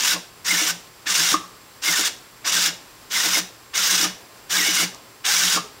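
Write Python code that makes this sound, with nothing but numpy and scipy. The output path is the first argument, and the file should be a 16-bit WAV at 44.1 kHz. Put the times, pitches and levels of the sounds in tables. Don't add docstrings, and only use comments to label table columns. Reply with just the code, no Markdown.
import sys
import numpy as np
from scipy import signal
from scipy.fft import rfft, irfft
from scipy.io import wavfile
from scipy.ndimage import uniform_filter1d

SR = 44100
rng = np.random.default_rng(int(sys.argv[2]) if len(sys.argv) > 2 else 0)


def convert_level_to_amplitude(level_db):
    exponent = np.asarray(level_db, float) / 20
    return 10 ** exponent


def put_to_file(sound):
    columns = np.atleast_2d(sound).T
    safe = np.clip(columns, -1, 1)
    whole_steps = np.round(safe * 32767)
    wavfile.write(sys.argv[1], SR, whole_steps.astype(np.int16))


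N = 255780
TIME = np.arange(N) / SR
BINS = np.maximum(np.fft.rfftfreq(N, 1 / SR), 1)


def rms_one(x):
    return x / np.sqrt(np.mean(x ** 2) + 1e-20)


def at_hz(points, hz):
    points_hz, values = np.array(points).T
    return np.interp(np.log(hz), np.log(points_hz), values)


def colour(x, gain):
    return irfft(rfft(x) * gain, N)


def low_pass(hz, order):
    return 1 / np.sqrt(1 + (BINS / hz) ** order)


def drift(rate_hz):
    return rms_one(colour(rng.standard_normal(N), 1 / (1 + (BINS / rate_hz) ** 2)))


def resonate(x, hz, width_hz):
    r = np.exp(-np.pi * width_hz / SR)
    zeros = [(1 - r * r) / 2, 0, (r * r - 1) / 2]
    poles = [1, -2 * r * np.cos(2 * np.pi * hz / SR), r * r]
    return signal.lfilter(zeros, poles, x + 1e-18)


def strikes(rows):
    out = np.zeros(N)
    for s, db in rows:
        out[round(s * SR)] = convert_level_to_amplitude(db)
    return out


def bell(centre_s, width_s):
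    return np.exp(-.5 * ((TIME - centre_s) / width_s) ** 2)


def swells(rows):
    return sum(convert_level_to_amplitude(db) * bell(s, width_s) for s, db, width_s in rows)


def evened(x, seconds):
    return x / np.sqrt(uniform_filter1d(x ** 2, size=round(seconds * SR)) + 1e-20)


# start in seconds, stop in seconds, chatter level in dB,
# spin-up time in seconds, coasting rate in dB per second.
SWINGS = [
    (-0.06, 0.136, -20.5, 0.022, 520),
    (0.441, 0.706, -23, 0.011, 600),
    (1.056, 1.336, -20.5, 0.017, 478),
    (1.815, 2.077, -22, 0.015, 700),
    (2.442, 2.677, -20.5, 0.013, 520),
    (3.097, 3.389, -21.5, 0.022, 598),
    (3.733, 4.045, -20.5, 0.012, 314),
    (4.491, 4.831, -22, 0.011, 330),
    (5.238, 5.561, -20, 0.011, 420),
]


def running(column_db, coast_share=1, linger_s=0., spin_shares=(1, 1)):
    kick_db, kick_s, spin_up_db = 21, 0.0032, 20.5
    out = np.full(N, -200.)
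    for k, ((start, stop, _, spin_s, coast), db) in enumerate(zip(SWINGS, column_db)):
        t = np.maximum(TIME - start, 0)
        kick = kick_db * np.exp(-t / kick_s)
        spin_up = spin_shares[k % 2] * spin_up_db * np.exp(-t / spin_s)
        backswing = k % 2 == 0
        fall = coast_share * coast * np.maximum(TIME - stop - linger_s * backswing, 0)
        out = np.where(TIME >= start, db - kick - spin_up - fall, out)
    return out


# time in seconds, depth in dB.
HITCHES = [(0.031, 3.5), (0.575, 2), (0.66, 2), (1.14, 2.5), (1.225, 0.5), (1.953, 3.5), (2.039, 4.5),
           (2.512, 4.5), (2.605, 0), (3.225, 2.5), (3.3, 3.5), (3.825, 1.5), (3.92, -2), (4.575, -0.5),
           (4.64, 3.5), (4.725, 3), (5.345, 0), (5.43, 0), (5.49, 0.5)]


def gear_levels():
    sag_s, free_s = 0.018, 0.007
    brake_db, brake_s = 1, 0.0098
    chatter = np.array(SWINGS)[:, 2]
    low = chatter + np.resize((-6.5, -4.5), len(SWINGS))
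    edge = chatter + np.resize((-6.5, -4.5), len(SWINGS))
    sag = 0
    for s, depth_db in HITCHES:
        sag = sag + depth_db * np.exp(np.where(TIME < s, (TIME - s) / sag_s, (s - TIME) / free_s))
    flare = sum(brake_db * bell(stop - brake_s, brake_s) for _, stop, *_ in SWINGS[1::2])
    chatter_db = running(chatter)
    edge_db = running(edge, coast_share=1.6, spin_shares=(1.5, 1.5)) - chatter_db - 0.9 * sag + flare
    low_db = running(low, coast_share=0.83, linger_s=0.0071, spin_shares=(0.13, 1.2)) - sag
    return chatter_db - sag, low_db, edge_db


# frequency in Hz, level in dB per Hz.
HOUSING = [(410, -44), (700, -9.5), (1360, -5), (1540, -0.5), (2190, -6.5), (2460, -7), (2870, -5.5),
           (3110, -5), (3580, 1), (4470, -4.5), (5710, 3.5), (8880, -12), (9720, -15.5), (15500, -16)]
# frequency in Hz, width in Hz, level in dB.
SHELL = [(2250, 160, -1), (2886, 200, 7), (3557, 116, 0.5), (4870, 1200, 4.5), (7350, 190, -21)]


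def gears(contacts_per_s, spread_db, lumpy_db, shell_db, panel_db):
    chatter_db, low_db, edge_db = gear_levels()
    sizes = convert_level_to_amplitude(spread_db * np.minimum(rng.exponential(1, N), 5)) * rng.choice([-1, 1], N)
    contacts = rms_one(sizes * (rng.random(N) < contacts_per_s / SR))
    panels_hz = np.geomspace(1000, 15000, 36) * rng.uniform(.98, 1.02, 36)
    panels = sum(convert_level_to_amplitude(panel_db + 4 * drift(35)) * resonate(contacts, hz, .035 * hz) for hz in panels_hz)
    shell = 0
    for hz, width_hz, db in SHELL:
        shell = shell + convert_level_to_amplitude(db + shell_db + 3 * drift(25)) * resonate(contacts, hz, width_hz)
    body = colour(contacts + panels, convert_level_to_amplitude(at_hz(HOUSING[:-1], BINS))) + shell
    above_low = 1 / np.sqrt(1 + (2500 / BINS) ** 8)
    above_middle = 1 / np.sqrt(1 + (8300 / BINS) ** 12)
    low = evened(colour(body, low_pass(2500, 8)), .05)
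    middle = evened(colour(body, above_low * low_pass(8300, 12)), .05)
    edge = evened(colour(body, above_middle), .05)
    high = middle + convert_level_to_amplitude(edge_db) * edge
    return convert_level_to_amplitude(lumpy_db * drift(70)) * (convert_level_to_amplitude(chatter_db) * high + convert_level_to_amplitude(low_db - 0.5) * low)


# start in seconds, start in Hz, end in Hz, level in dB.
PINION = [(0.07, 2190, 2120, -32), (0.484, 2010, 2130, -20), (0.501, 2197, 2025, -12),
          (0.54, 1880, 1750, -20), (0.573, 2100, 2295, -20), (0.598, 2230, 2150, -21),
          (1.845, 2110, 2110, -22), (1.873, 2163, 2107, -12.5), (1.925, 1960, 1760, -20.5),
          (2.018, 2086, 1920, -25), (3.149, 2220, 1910, -15), (3.191, 1746, 1995, -18.5),
          (3.341, 2165, 2100, -16.5), (4.577, 2410, 1970, -15.5), (4.61, 1940, 1915, -15),
          (4.644, 2090, 2250, -19.5), (4.667, 2170, 2230, -23), (4.765, 2210, 2130, -16),
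          (4.797, 2133, 2000, -23), (4.823, 2250, 2380, -20), (5.358, 2230, 2240, -20)]
# start in seconds, start in Hz, end in Hz, level in dB.
WHEEL = [(0.092, 1606, 1426, -20.5), (0.145, 1120, 1057, -29), (0.68, 1443, 1570, -22.5),
         (1.082, 1274, 1105, -27.5), (1.176, 1680, 1500, -25), (1.308, 1462, 1610, -22.5),
         (1.952, 1500, 1495, -23), (2.452, 1097, 1080, -28), (2.553, 1663, 1500, -19.5),
         (2.657, 1686, 1550, -34), (3.221, 1462, 1430, -26), (3.772, 1470, 1350, -24),
         (3.876, 1638, 1577, -23), (3.935, 1610, 1508, -40), (3.988, 1503, 1356, -27),
         (4.027, 1292, 1243, -23), (4.51, 1412, 1676, -23.5), (4.535, 1750, 1546, -19.5),
         (4.786, 1420, 1319, -20.5), (5.262, 1517, 1750, -28), (5.272, 740, 880, -27),
         (5.293, 1597, 1530, -21.5), (5.401, 1542, 1590, -21.5), (5.443, 1592, 1550, -40),
         (5.493, 1584, 1480, -25), (5.538, 1460, 1370, -24)]
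# start in seconds, start in Hz, end in Hz, level in dB.
CREAKS = [
    (5.63, 449, 430, -39),
    (5.69, 430, 400, -49),
    (5.755, 420, 410, -44),
]


def whine(wobble):
    out = np.zeros(N)
    rough = 1 + wobble * drift(90)
    flutter = convert_level_to_amplitude(3 * drift(140))
    for squeals, length_s in (PINION, 0.0304), (WHEEL, 0.044), (CREAKS, 0.044):
        count = round(length_s * SR)
        for s, start_hz, end_hz, db in squeals:
            first = round(s * SR)
            span = slice(first, first + count)
            glide_hz = np.linspace(start_hz, end_hz, count) * rough[span]
            phase = 2 * np.pi * np.cumsum(glide_hz) / SR
            out[span] += convert_level_to_amplitude(db - 4.5) * np.sqrt(np.hanning(count)) * np.sin(phase)
    return out * flutter


# time in seconds, level in dB, width in seconds.
DRIVE = [(0.11, -42, 0.03), (0.51, -32.5, 0.03), (0.62, -36, 0.045), (1.273, -35, 0.04), (1.89, -30, 0.025),
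         (2.03, -35, 0.046), (2.638, -38, 0.048), (3.17, -32, 0.035), (3.35, -32.5, 0.038),
         (3.993, -40, 0.05), (4.68, -28, 0.027), (4.79, -30.5, 0.03), (5.45, -46, 0.08)]
# multiple of the fundamental, level in dB.
DRIVE_ORDERS = [(2, -4.0), (3, -3.0), (4, -0.5), (5, -3.0), (7, -3.0), (8, -4.0)]
# frequency in Hz, swing by swing.
FOURTH_HZ = [2966, 2887, 2806, 2890, 2870, 2920, 2874, 2910, 2870]


def drive(wobble):
    swing = np.searchsorted(np.array(SWINGS)[1:, 0], TIME)
    level = convert_level_to_amplitude(running([0] * len(SWINGS))) * swells(DRIVE)
    fundamental_hz = np.array(FOURTH_HZ)[swing] / 4 * (1 + wobble * drift(45.2))
    phase = 2 * np.pi * np.cumsum(fundamental_hz) / SR
    return level * sum(convert_level_to_amplitude(db + 4 * drift(25)) * np.sin(round(k) * phase) for k, db in DRIVE_ORDERS)


# time in seconds, peak in dB.
KNOCKS = [
    (1.339, -26.5),
    (1.438, -52),
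    (4.938, -58),
    (5.570, -36),
    (5.580, -42),
]
# frequency in Hz, level in dB, time to fall 60 dB in seconds.
ARM = [(1103, 13.5, 0.032), (1208, 3, 0.097), (1175, -24, 0.7), (1295, -10, 0.43), (1250, -38, 0.22),
       (1160, -16, .3)]
# time in seconds, peak in dB.
TICKS = [
    (1.1924, -4),
    (2.553, 3),
    (4.679, -2),
    (4.8044, -13),
    (4.9472, -15),
    (5.328, -5),
    (5.393, -2),
]


def arm():
    push = np.hanning(420) * np.sin(2 * np.pi * 1180 * TIME[:420]) / 60
    blow = signal.fftconvolve(strikes(KNOCKS), push)[:N]
    width = np.log(1000) / np.pi
    rings = 0
    for hz, db, t60 in ARM:
        level = convert_level_to_amplitude(db) * SR * t60 / (width * np.pi)
        rings = rings + level * resonate(blow, hz, width / t60)
    snap = convert_level_to_amplitude(8) * resonate(resonate(strikes(TICKS), 5600, 4000), 5600, 4000)
    return rings + snap


# time in seconds, level in dB, width in seconds.
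ROCKS = [(0.09, -51, 0.03), (0.17, -39.5, 0.024), (0.545, -38, 0.033), (0.65, -55, 0.018),
         (0.73, -42.5, 0.037), (1.12, -44, 0.016), (1.21, -41, 0.025), (1.26, -48, 0.025),
         (1.325, -35, 0.004), (1.375, -40, 0.012), (1.46, -51.5, 0.026), (1.912, -39.5, 0.018),
         (2.02, -49.5, 0.032), (2.58, -43, 0.05), (2.71, -46, 0.029), (3.16, -51, 0.025),
         (3.3, -43.5, 0.04), (3.42, -41, 0.027), (3.81, -48.5, 0.035), (3.945, -39, 0.03),
         (4.07, -37.5, 0.037), (4.59, -40.5, 0.042), (4.73, -40, 0.021), (4.85, -36, 0.032),
         (5.37, -47, 0.04), (5.465, -37.5, 0.024), (5.58, -36, 0.027)]
# time in seconds, peak in dB.
THUDS = [(0.141, -33.5), (0.527, -32), (0.616, -30), (0.65, -39), (1.064, -42), (1.202, -38), (1.319, -55),
         (1.337, -23), (1.39, -38), (1.883, -33.5), (1.91, -38), (1.992, -30), (2.576, -41), (2.677, -40),
         (3.259, -32.5), (3.376, -30), (3.93, -37), (3.999, -35), (4.028, -31), (4.05, -31.5), (4.516, -46),
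         (4.576, -38), (4.599, -33), (4.683, -29), (4.794, -32), (4.828, -31), (5.437, -39.5), (5.535, -52),
         (5.561, -30)]
# time in seconds, level in dB.
SKIDS = [
    (0.17, -44),
    (1.345, -36.5),
    (2.005, -46),
    (2.447, -51),
    (2.58, -47),
    (3.262, -43),
    (3.382, -33),
    (4.055, -40),
    (4.835, -37.5),
    (5.575, -33),
]
# mode frequency in Hz, first the rocking mode, then the thudding one.
FRAME_MODES_HZ = [179, 311.6]


def frame():
    rock_hz, thud_hz = FRAME_MODES_HZ
    scuff_s = 0.011
    thud_scuffs = [(s, db - 17.5, scuff_s) for s, db in THUDS]
    skid_scuffs = [(s, db, scuff_s) for s, db in SKIDS]
    shuffling = convert_level_to_amplitude(running([-43.5] * len(SWINGS), coast_share=0.16)) + swells(thud_scuffs + skid_scuffs)
    low = np.sin(2 * np.pi * np.cumsum(rock_hz * (1 + 0.0428 * drift(40))) / SR)
    tilt = convert_level_to_amplitude(at_hz([(200, 6.7), (300, 7.2), (900, 7.2)], BINS))
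    band = low_pass(950, 12) / np.sqrt(1 + (210 / BINS) ** 12)
    shuffle = rms_one(colour(rng.standard_normal(N), tilt * band))
    thuds = resonate(resonate(strikes(THUDS), thud_hz, 130), thud_hz, 20.5)
    return convert_level_to_amplitude(3.0) * swells(ROCKS) * low + shuffling * shuffle + convert_level_to_amplitude(55.5) * thuds


# frequency in Hz, time to fall 60 dB in seconds.
ROOM_T60 = [(150, 0.24), (1000, 0.28), (3000, 0.43), (7000, 0.36), (15000, 0.3)]


def room(x):
    edges = 100 * 2 ** np.arange(0, 7.6, .5)
    t = TIME[:SR]
    tail = 0
    for low, high in zip(edges, edges[1:]):
        sos = signal.butter(2, [low, high], "band", fs=SR, output="sos")
        band = signal.sosfilt(sos, rng.standard_normal(SR))
        tail = tail + band * convert_level_to_amplitude(-60 * t / at_hz(ROOM_T60, np.sqrt(low * high)))
    tail *= np.clip((t - .004) / 0.008, 0, 1)
    return signal.fftconvolve(x, tail / np.sqrt(np.sum(tail ** 2)))[:N]


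# frequency in Hz, level in dB per Hz.
HISS = [(15, -34.5), (25, -5.5), (122, -1), (240, -3.5), (390, -0.5), (616, -5), (1080, -2), (3740, -9.5),
        (4900, -7), (6770, -13), (7340, -11.5), (9870, -15.5), (15600, -19)]
# frequency in Hz, width in Hz, level in dB.
HISS_BUMPS = [(4800, 500, -17), (11100, 500, -19), (13150, 450, -19), (15150, 350, -18)]
# frequency in Hz, rms level in dB.
WHISTLES = [(118.4, -64.5), (1061, -63), (7558, -62), (7590, -79), (11106, -88), (15149, -78)]


def background():
    white = rng.standard_normal(N)
    humps = sum(convert_level_to_amplitude(db) * resonate(white[::-1], hz, width_hz) for hz, width_hz, db in HISS_BUMPS)
    noise = rms_one(colour(white, convert_level_to_amplitude(at_hz(HISS[:-1], BINS))) + humps)
    hiss = convert_level_to_amplitude(-47 + .5 * drift(8)) * noise
    whistles = sum(np.sqrt(2) * convert_level_to_amplitude(db) * np.sin(2 * np.pi * hz * TIME) for hz, db in WHISTLES)
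    return hiss + whistles


def scene():
    rattle = gears(contacts_per_s=9000, spread_db=2.2, lumpy_db=1.1, shell_db=-7.0, panel_db=2.0)
    toy = convert_level_to_amplitude(-1.78) * rattle + arm()
    tones = whine(wobble=0.026) + drive(wobble=0.015)
    reflections = convert_level_to_amplitude(-14) * room(toy + tones / 2)
    return (toy + tones + reflections + frame() + background())[None]


def band_limit(x):
    return signal.sosfilt(signal.butter(12, 17020, fs=SR, output="sos"), x)


def record(dry):
    rounded = .9 * np.tanh(dry / .9)
    mix = colour(rounded, 1 / (1 + (BINS / 15810) ** 400))
    return band_limit(mix)


dry = scene()
out = record(dry)
put_to_file(out)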